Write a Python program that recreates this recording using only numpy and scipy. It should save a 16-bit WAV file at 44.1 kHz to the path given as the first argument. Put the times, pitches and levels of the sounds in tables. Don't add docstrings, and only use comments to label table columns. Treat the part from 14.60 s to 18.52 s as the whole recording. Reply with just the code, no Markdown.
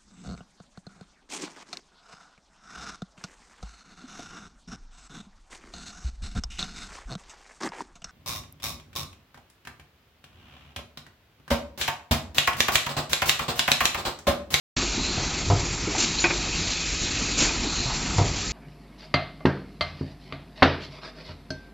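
import sys
import numpy as np
from scipy import signal
from scipy.fft import rfft, irfft
from scipy.io import wavfile
from scipy.ndimage import uniform_filter1d, minimum_filter1d

SR = 44100
rng = np.random.default_rng(int(sys.argv[2]) if len(sys.argv) > 2 else 0)


def store_wav(level_fs):
    pcm = np.round(np.clip(np.atleast_2d(level_fs), -1, 1) * 32767)
    wavfile.write(sys.argv[1], SR, pcm.T.astype(np.int16))


N = 172872

# (time [s], boom level [dB], crunch level [dB], bottoming delay [s],
# bottoming level [dB])
PRESS_STROKES = [(0.900, -13, -21.5, .030, -20), (3.582, -13.5, -22, 0.0304, -23)]
# (frequency [Hz], relative level [dB], t60 [s])
FRAME_MODES = [(95.9, -7.5, 0.39), (103, 1, 0.19), (129.2, -8.5, 0.32), (153.8, -9, .4), (251.4, -20.5, .3),
               (289.6, -14, .4), (338.7, -17, .35), (404, -16.5, 0.39), (490, -14, 0.31),
               (702.6, -6.5, 0.18), (790, -11.5, 0.13), (891, -12, .1), (951, -12, .15), (1290, -20, .25)]


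def amp(db):
    return 10 ** (np.asarray(db) / 20)


def unit(x):
    return x / np.sqrt(np.mean(x ** 2) + 1e-20)


def read(points, hz):
    f, value = np.transpose(points)
    return np.interp(np.log(hz + 1), np.log(f + 1), value)


def level(points):
    return amp(np.interp(np.arange(N) / SR, *np.transpose(points)))


def add(mix, s, sound):
    part = mix[max(round(s * SR), 0):][:len(sound)]
    part += sound[:len(part)]


def noise(spectrum, size):
    hz = np.fft.rfftfreq(size, 1 / SR)
    phase = 2 * np.pi * rng.random(len(hz))
    return unit(irfft(amp(read(spectrum, hz)) * np.exp(1j * phase), size))


def wander(rate_hz, size):
    hz = np.fft.rfftfreq(size, 1 / SR)
    return unit(irfft(rfft(rng.standard_normal(size)) / (1 + (hz / rate_hz) ** 4), size))


def whistle(hz, width_hz):
    phase = 2 * np.pi * np.cumsum(hz) / SR
    in_phase = wander(width_hz / 2, len(hz)) * np.cos(phase)
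    quadrature = wander(width_hz / 2, len(hz)) * np.sin(phase)
    return unit(in_phase + quadrature)


def dying(x, t60):
    hz, t, z = signal.stft(x, SR, nperseg=256)
    decay = amp(-60 * t / read(t60, hz)[:, None])
    return signal.istft(z * decay, SR, nperseg=256)[1][:len(x)]


def ring(modes, rise_s, detune):
    t = np.arange(SR) / SR
    out = np.zeros(SR)
    for hz, db, t60 in modes:
        blow_hz = hz * (1 + detune * rng.standard_normal())
        out += amp(db) * np.exp(-np.log(1000) * t / t60) * np.sin(2 * np.pi * blow_hz * t)
    return out * (1 - np.exp(-t / rise_s))


def restless(spectrum, patch_db, flicker_db):
    z = signal.stft(noise(spectrum, N), nperseg=512)[2]
    across_bands = uniform_filter1d(rng.standard_normal(z.shape), size=5, axis=0)
    patches = unit(uniform_filter1d(across_bands, size=10, axis=1))
    flicker = unit(uniform_filter1d(rng.standard_normal(z.shape[1]), size=3))
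    gain = amp(patch_db * patches + flicker_db * flicker)
    return unit(signal.istft(z * gain, nperseg=512)[1][:N])


def through_frame(x):
    lift_db, width_hz, widening = 4, 4.5, 0.0083
    hz = np.fft.rfftfreq(len(x), 1 / SR)
    peaks = sum(1 / (1 + ((hz - f) / (width_hz + widening * f)) ** 2) for f, *_ in FRAME_MODES)
    return unit(irfft(rfft(x) * amp(lift_db * np.minimum(peaks, 1)), len(x)))


def strokes():
    # (frequency [Hz], relative density [dB per Hz])
    die_spectrum = [(50, -14.5), (100, -7.5), (250, -9), (550, -5.5), (850, -1), (1250, -7), (1700, -17.5),
                    (4000, -17), (8000, -24)]
    # (frequency [Hz], t60 [s])
    die_t60 = [(100, 0.75), (400, 0.49), (900, 0.2), (2500, 0.17), (8000, 0.1)]
    touch_lead_s, touch_db = 0.0192, -8.5
    release_delay_s, release_db = 0.13, -7.5
    snap_db, snap_decay_s = -26.5, .008
    out, t = np.zeros(N), np.arange(SR) / SR
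    for s, boom_db, crunch_db, bottom_s, bottom_db in PRESS_STROKES:
        touch = ring(FRAME_MODES[:4], rise_s=0.0019, detune=.01) * np.exp(-t / 0.023)
        add(out, s - touch_lead_s, amp(boom_db + touch_db) * touch)

        add(out, s, amp(boom_db) * ring(FRAME_MODES, rise_s=.004, detune=0.0022))
        crunch = dying(noise(die_spectrum, SR), die_t60) * np.minimum(t / 0.0012, 1)
        add(out, s, amp(crunch_db) * crunch)
        add(out, s, amp(snap_db) * rng.standard_normal(SR) * np.exp(-t / snap_decay_s))

        bottom = ring(FRAME_MODES[:9], rise_s=0.002, detune=0.0066) * np.exp(-t / 0.043)
        add(out, s + bottom_s, amp(bottom_db) * bottom)

        release = ring(FRAME_MODES[:8], rise_s=.002, detune=.02) * np.exp(-t / 0.014)
        add(out, s + release_delay_s, amp(boom_db + release_db) * release)
    return out


def guides():
    # (time before the stroke [s], frequency [Hz], level [dB])
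    glide = [(.66, 4500, -44), (.55, 3700, -48), (.49, 4100, -36.5), (.4, 4150, -35), (.29, 4280, -38.5),
             (0.17, 4300, -51.5), (.08, 4300, -52.5)]
    out, t = np.zeros(N), np.arange(N) / SR
    before, hz, db = np.transpose(glide)
    for s, *_ in PRESS_STROKES:
        song = whistle(np.interp(t, s - before, hz), width_hz=560)
        out += song * np.interp(t, s - before, amp(db), 0, 0)
    return out


def clanks():
    # (time [s], ring level [dB], rattle level [dB])
    impacts = [(1.641, -18.5, -17.5), (1.647, -23, -21.5), (1.702, -30.5, -22.5), (2.820, -35, -26.5),
               (2.846, -35, -24), (2.893, -34.5, -34)]
    # (frequency [Hz], relative level [dB], t60 [s])
    rail_modes = [(345, 1.5, 0.079), (567, -3, 0.09), (748, -5, 0.09), (907, -2.5, 0.13),
                  (1070, -10.5, .12), (1605, -1, 0.063), (1967, -7, .06), (2350, 0, 0.076),
                  (2420, -7, 0.19), (2517, 3, 0.091), (2830, -11, .08), (3340, -11.5, .07),
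                  (3460, -8.5, 0.055)]
    # (frequency [Hz], relative level [dB])
    rattle_spectrum = [(100, -21), (340, -2.5), (900, -4.5), (1400, -5), (2000, -4.5), (2500, 0),
                       (3300, -17.5), (4500, -13.5), (8000, -25.5)]
    # (frequency [Hz], t60 [s])
    rattle_t60 = [(200, 0.14), (1500, 0.14), (8000, .06)]
    out, t = np.zeros(N), np.arange(SR) / SR
    for s, ring_db, rattle_db in impacts:
        add(out, s, amp(ring_db) * ring(rail_modes, rise_s=0.0005, detune=0.0072))
        rattle = dying(noise(rattle_spectrum, SR), rattle_t60) * np.minimum(t / 0.0011, 1)
        add(out, s, amp(rattle_db) * rattle)
    return out


def squeaks():
    # (time [s], length [s], frequency [Hz], pitch jitter [Hz], level before fades [dB])
    slips = [(1.583, .016, 4240, 90, -25.5), (1.597, 0.02, 6980, 30, -25.5), (1.612, 0.03, 6995, 35, -30),
             (1.58, 0.078, 5970, 905, -33), (2.01, 0.27, 3500, 80, -44), (2.864, .05, 2466, 70, -31)]
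    out = np.zeros(N)
    for s, length, hz, jitter_hz, db in slips:
        n = int(length * SR)
        cycles = np.cumsum(hz + jitter_hz * wander(350, SR)[:n]) / SR
        add(out, s, amp(db) * unit(np.sin(2 * np.pi * cycles)) * np.hanning(n) ** .5)
    return out


def knocks():
    # (time [s], level before the envelope [dB], centre frequency [Hz])
    thumps = [(0.224, -30.5, 338), (0.374, -25.5, 250), (.572, -23, 145), (.577, -32.5, 700),
              (1.091, -29, 130), (1.225, -25.5, 125), (1.272, -23.5, 324), (1.345, -26.5, 726),
              (1.380, -24, 330), (1.385, -37, 800), (1.435, -29.5, 276), (1.76, -33, 268),
              (2.505, -29.5, 277), (2.555, -30, 286), (2.614, -29, 260), (2.765, -25.5, 243),
              (2.809, -24.5, 263), (2.85, -33.5, 327), (3.055, -26, 308), (3.255, -27.5, 115),
              (3.258, -33.5, 750), (3.775, -29, 125)]
    half_width_octaves, t60_s, rise_s = 0.31, 0.16, .006
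    t, hz = np.arange(SR // 2) / SR, np.geomspace(20, 8000, 80)
    envelope = np.minimum(t / rise_s, 1) * np.exp(-np.log(1000) * t / t60_s)
    out = np.zeros(N)
    for s, db, centre_hz in thumps:
        octaves = np.log2(hz / centre_hz)
        band = np.c_[hz, -20 * np.log10(1 + (octaves / half_width_octaves) ** 2)]
        add(out, s, amp(db) * through_frame(noise(band, len(t))) * envelope)
    return out


def air():
    # (time [s], hold [s], level before the envelope [dB])
    openings = [(1.374, 0.07, -20), (2.772, 0.081, -19), (2.095, 0.013, -27)]
    # (frequency [Hz], relative level [dB])
    jet_spectrum = [(300, -7), (1200, -6.5), (2000, -6.5), (2600, 1.5), (3300, -2.5), (4200, 1.5),
                    (5300, -1), (7000, 4), (8000, -4)]
    rise_s, sag_db_per_s, t60_s = .012, -19.5, .25
    sputter_db, sputter_hz = 1.5, 90
    out, t = np.zeros(N), np.arange(SR) / SR
    for s, hold_s, db in openings:
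        pressure = np.minimum(t / rise_s, 1) * amp(db + sag_db_per_s * t)
        decay = np.exp(-np.log(1000) * np.maximum(t - hold_s, 0) / t60_s)
        sputter = amp(sputter_db * wander(sputter_hz, SR))
        add(out, s, pressure * decay * noise(jet_spectrum, SR) * sputter)
    return out


def sliding():
    # (frequency [Hz], relative density [dB per Hz])
    slide_spectrum = [(500, -38), (1700, -12), (2150, -12.5), (2520, -1), (3000, -8), (3650, -6),
                      (4000, -1.5), (4600, -5.5), (5100, -11), (6800, -5.5), (8000, -20)]
    # (time [s], level [dB])
    slide_level = [(.17, -33.5), (.7, -35.5), (1.15, -52), (1.5, -34), (1.8, -36.5), (2.03, -31),
                   (2.3, -32.5), (2.55, -31), (2.7, -32), (2.95, -37), (3.2, -34), (3.45, -43.5),
                   (3.92, -41)]
    return level(slide_level) * restless(slide_spectrum, patch_db=2.5, flicker_db=1.0)


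def drive():
    # (frequency [Hz], relative density [dB per Hz])
    drive_spectrum = [(30, -10), (90, -5), (170, 1.5), (350, -4.5), (520, -13), (750, -10), (1300, -9),
                      (2500, -17.5), (8000, -19)]
    # (time [s], level [dB])
    drive_level = [(.17, -34.5), (.6, -32.5), (.8, -33), (1.05, -35), (1.35, -33.5), (1.7, -33.5),
                   (2.0, -38.5), (2.42, -46), (2.6, -35), (2.9, -32.5), (3.2, -35), (3.45, -31.5),
                   (3.92, -38)]
    rumble = through_frame(restless(drive_spectrum, patch_db=3.0, flicker_db=1.14))
    return level(drive_level) * rumble


def motor():
    hz = 48.85 * (1 + 0.029 * wander(5.4, N))
    return amp(-44) * unit(np.sin(2 * np.pi * np.cumsum(hz) / SR))


def machine_tones():
    # (frequency [Hz], width [Hz], level [dB])
    tones = [(47.46, 22, -40.5), (92.1, 35, -47), (168.6, 11, -47), (349, 10, -52.5), (1271, 54, -54.5),
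             (2510, 70, -49), (4040, 130, -50.5), (7040, 70, -50.5), (4485, 190, -45.5)]
    return sum(amp(db) * whistle(np.full(N, hz), width_hz) for hz, width_hz, db in tones)


def hall_noise():
    # (frequency [Hz], relative density [dB per Hz])
    hall_spectrum = [(15, -14.5), (28, 4.5), (42, 5.5), (65, 4), (110, -3.5), (170, -5), (300, -3),
                     (520, -11.5), (1000, -15), (1800, -12), (2200, -7), (2550, -8), (3100, -12),
                     (4000, -9), (5200, -8.5), (6200, -8.5), (7200, -7.5), (8000, -10.5)]
    return amp(-28) * restless(hall_spectrum, patch_db=1.5, flicker_db=1.3)


def reverberate(press, rails):
    # (frequency [Hz], t60 [s])
    hall_t60 = [(100, 1), (1000, 0.66), (8000, .35)]
    press_db, rails_db = -13, -15.5
    build_up = np.minimum(np.arange(SR) / SR / 0.015, 1)
    tail = dying(rng.standard_normal(SR), hall_t60) * build_up
    sent = amp(press_db) * press + amp(rails_db) * rails
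    return signal.fftconvolve(sent, tail / np.linalg.norm(tail))[:N]


def scene():
    press, rails = strokes() + knocks() + air(), clanks()
    machinery = sliding() + drive() + motor() + machine_tones() + hall_noise()
    mid = press + rails + reverberate(press, rails) + guides() + squeaks() + machinery
    return np.array([mid, mid])


def record(dry):
    start_s, excess_db, settle_s = .166, 7.5, .055
    limit_db, hold_s = -7.9, .004
    t = np.arange(N) / SR - start_s
    low_pass = signal.firwin(801, 7680, window=("kaiser", 8), fs=SR)[None]
    onset = (t > 0) * amp(excess_db * np.exp(-np.maximum(t, 0) / settle_s))
    x = signal.oaconvolve(dry, low_pass, "same") * onset
    hold = int(hold_s * SR)
    needed = np.minimum(1, amp(limit_db) / (abs(x).max(0) + 1e-9))
    gain = uniform_filter1d(minimum_filter1d(needed, hold), hold)
    return signal.oaconvolve(x * gain, low_pass, "same")


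dry = scene()
out = record(dry)
store_wav(out)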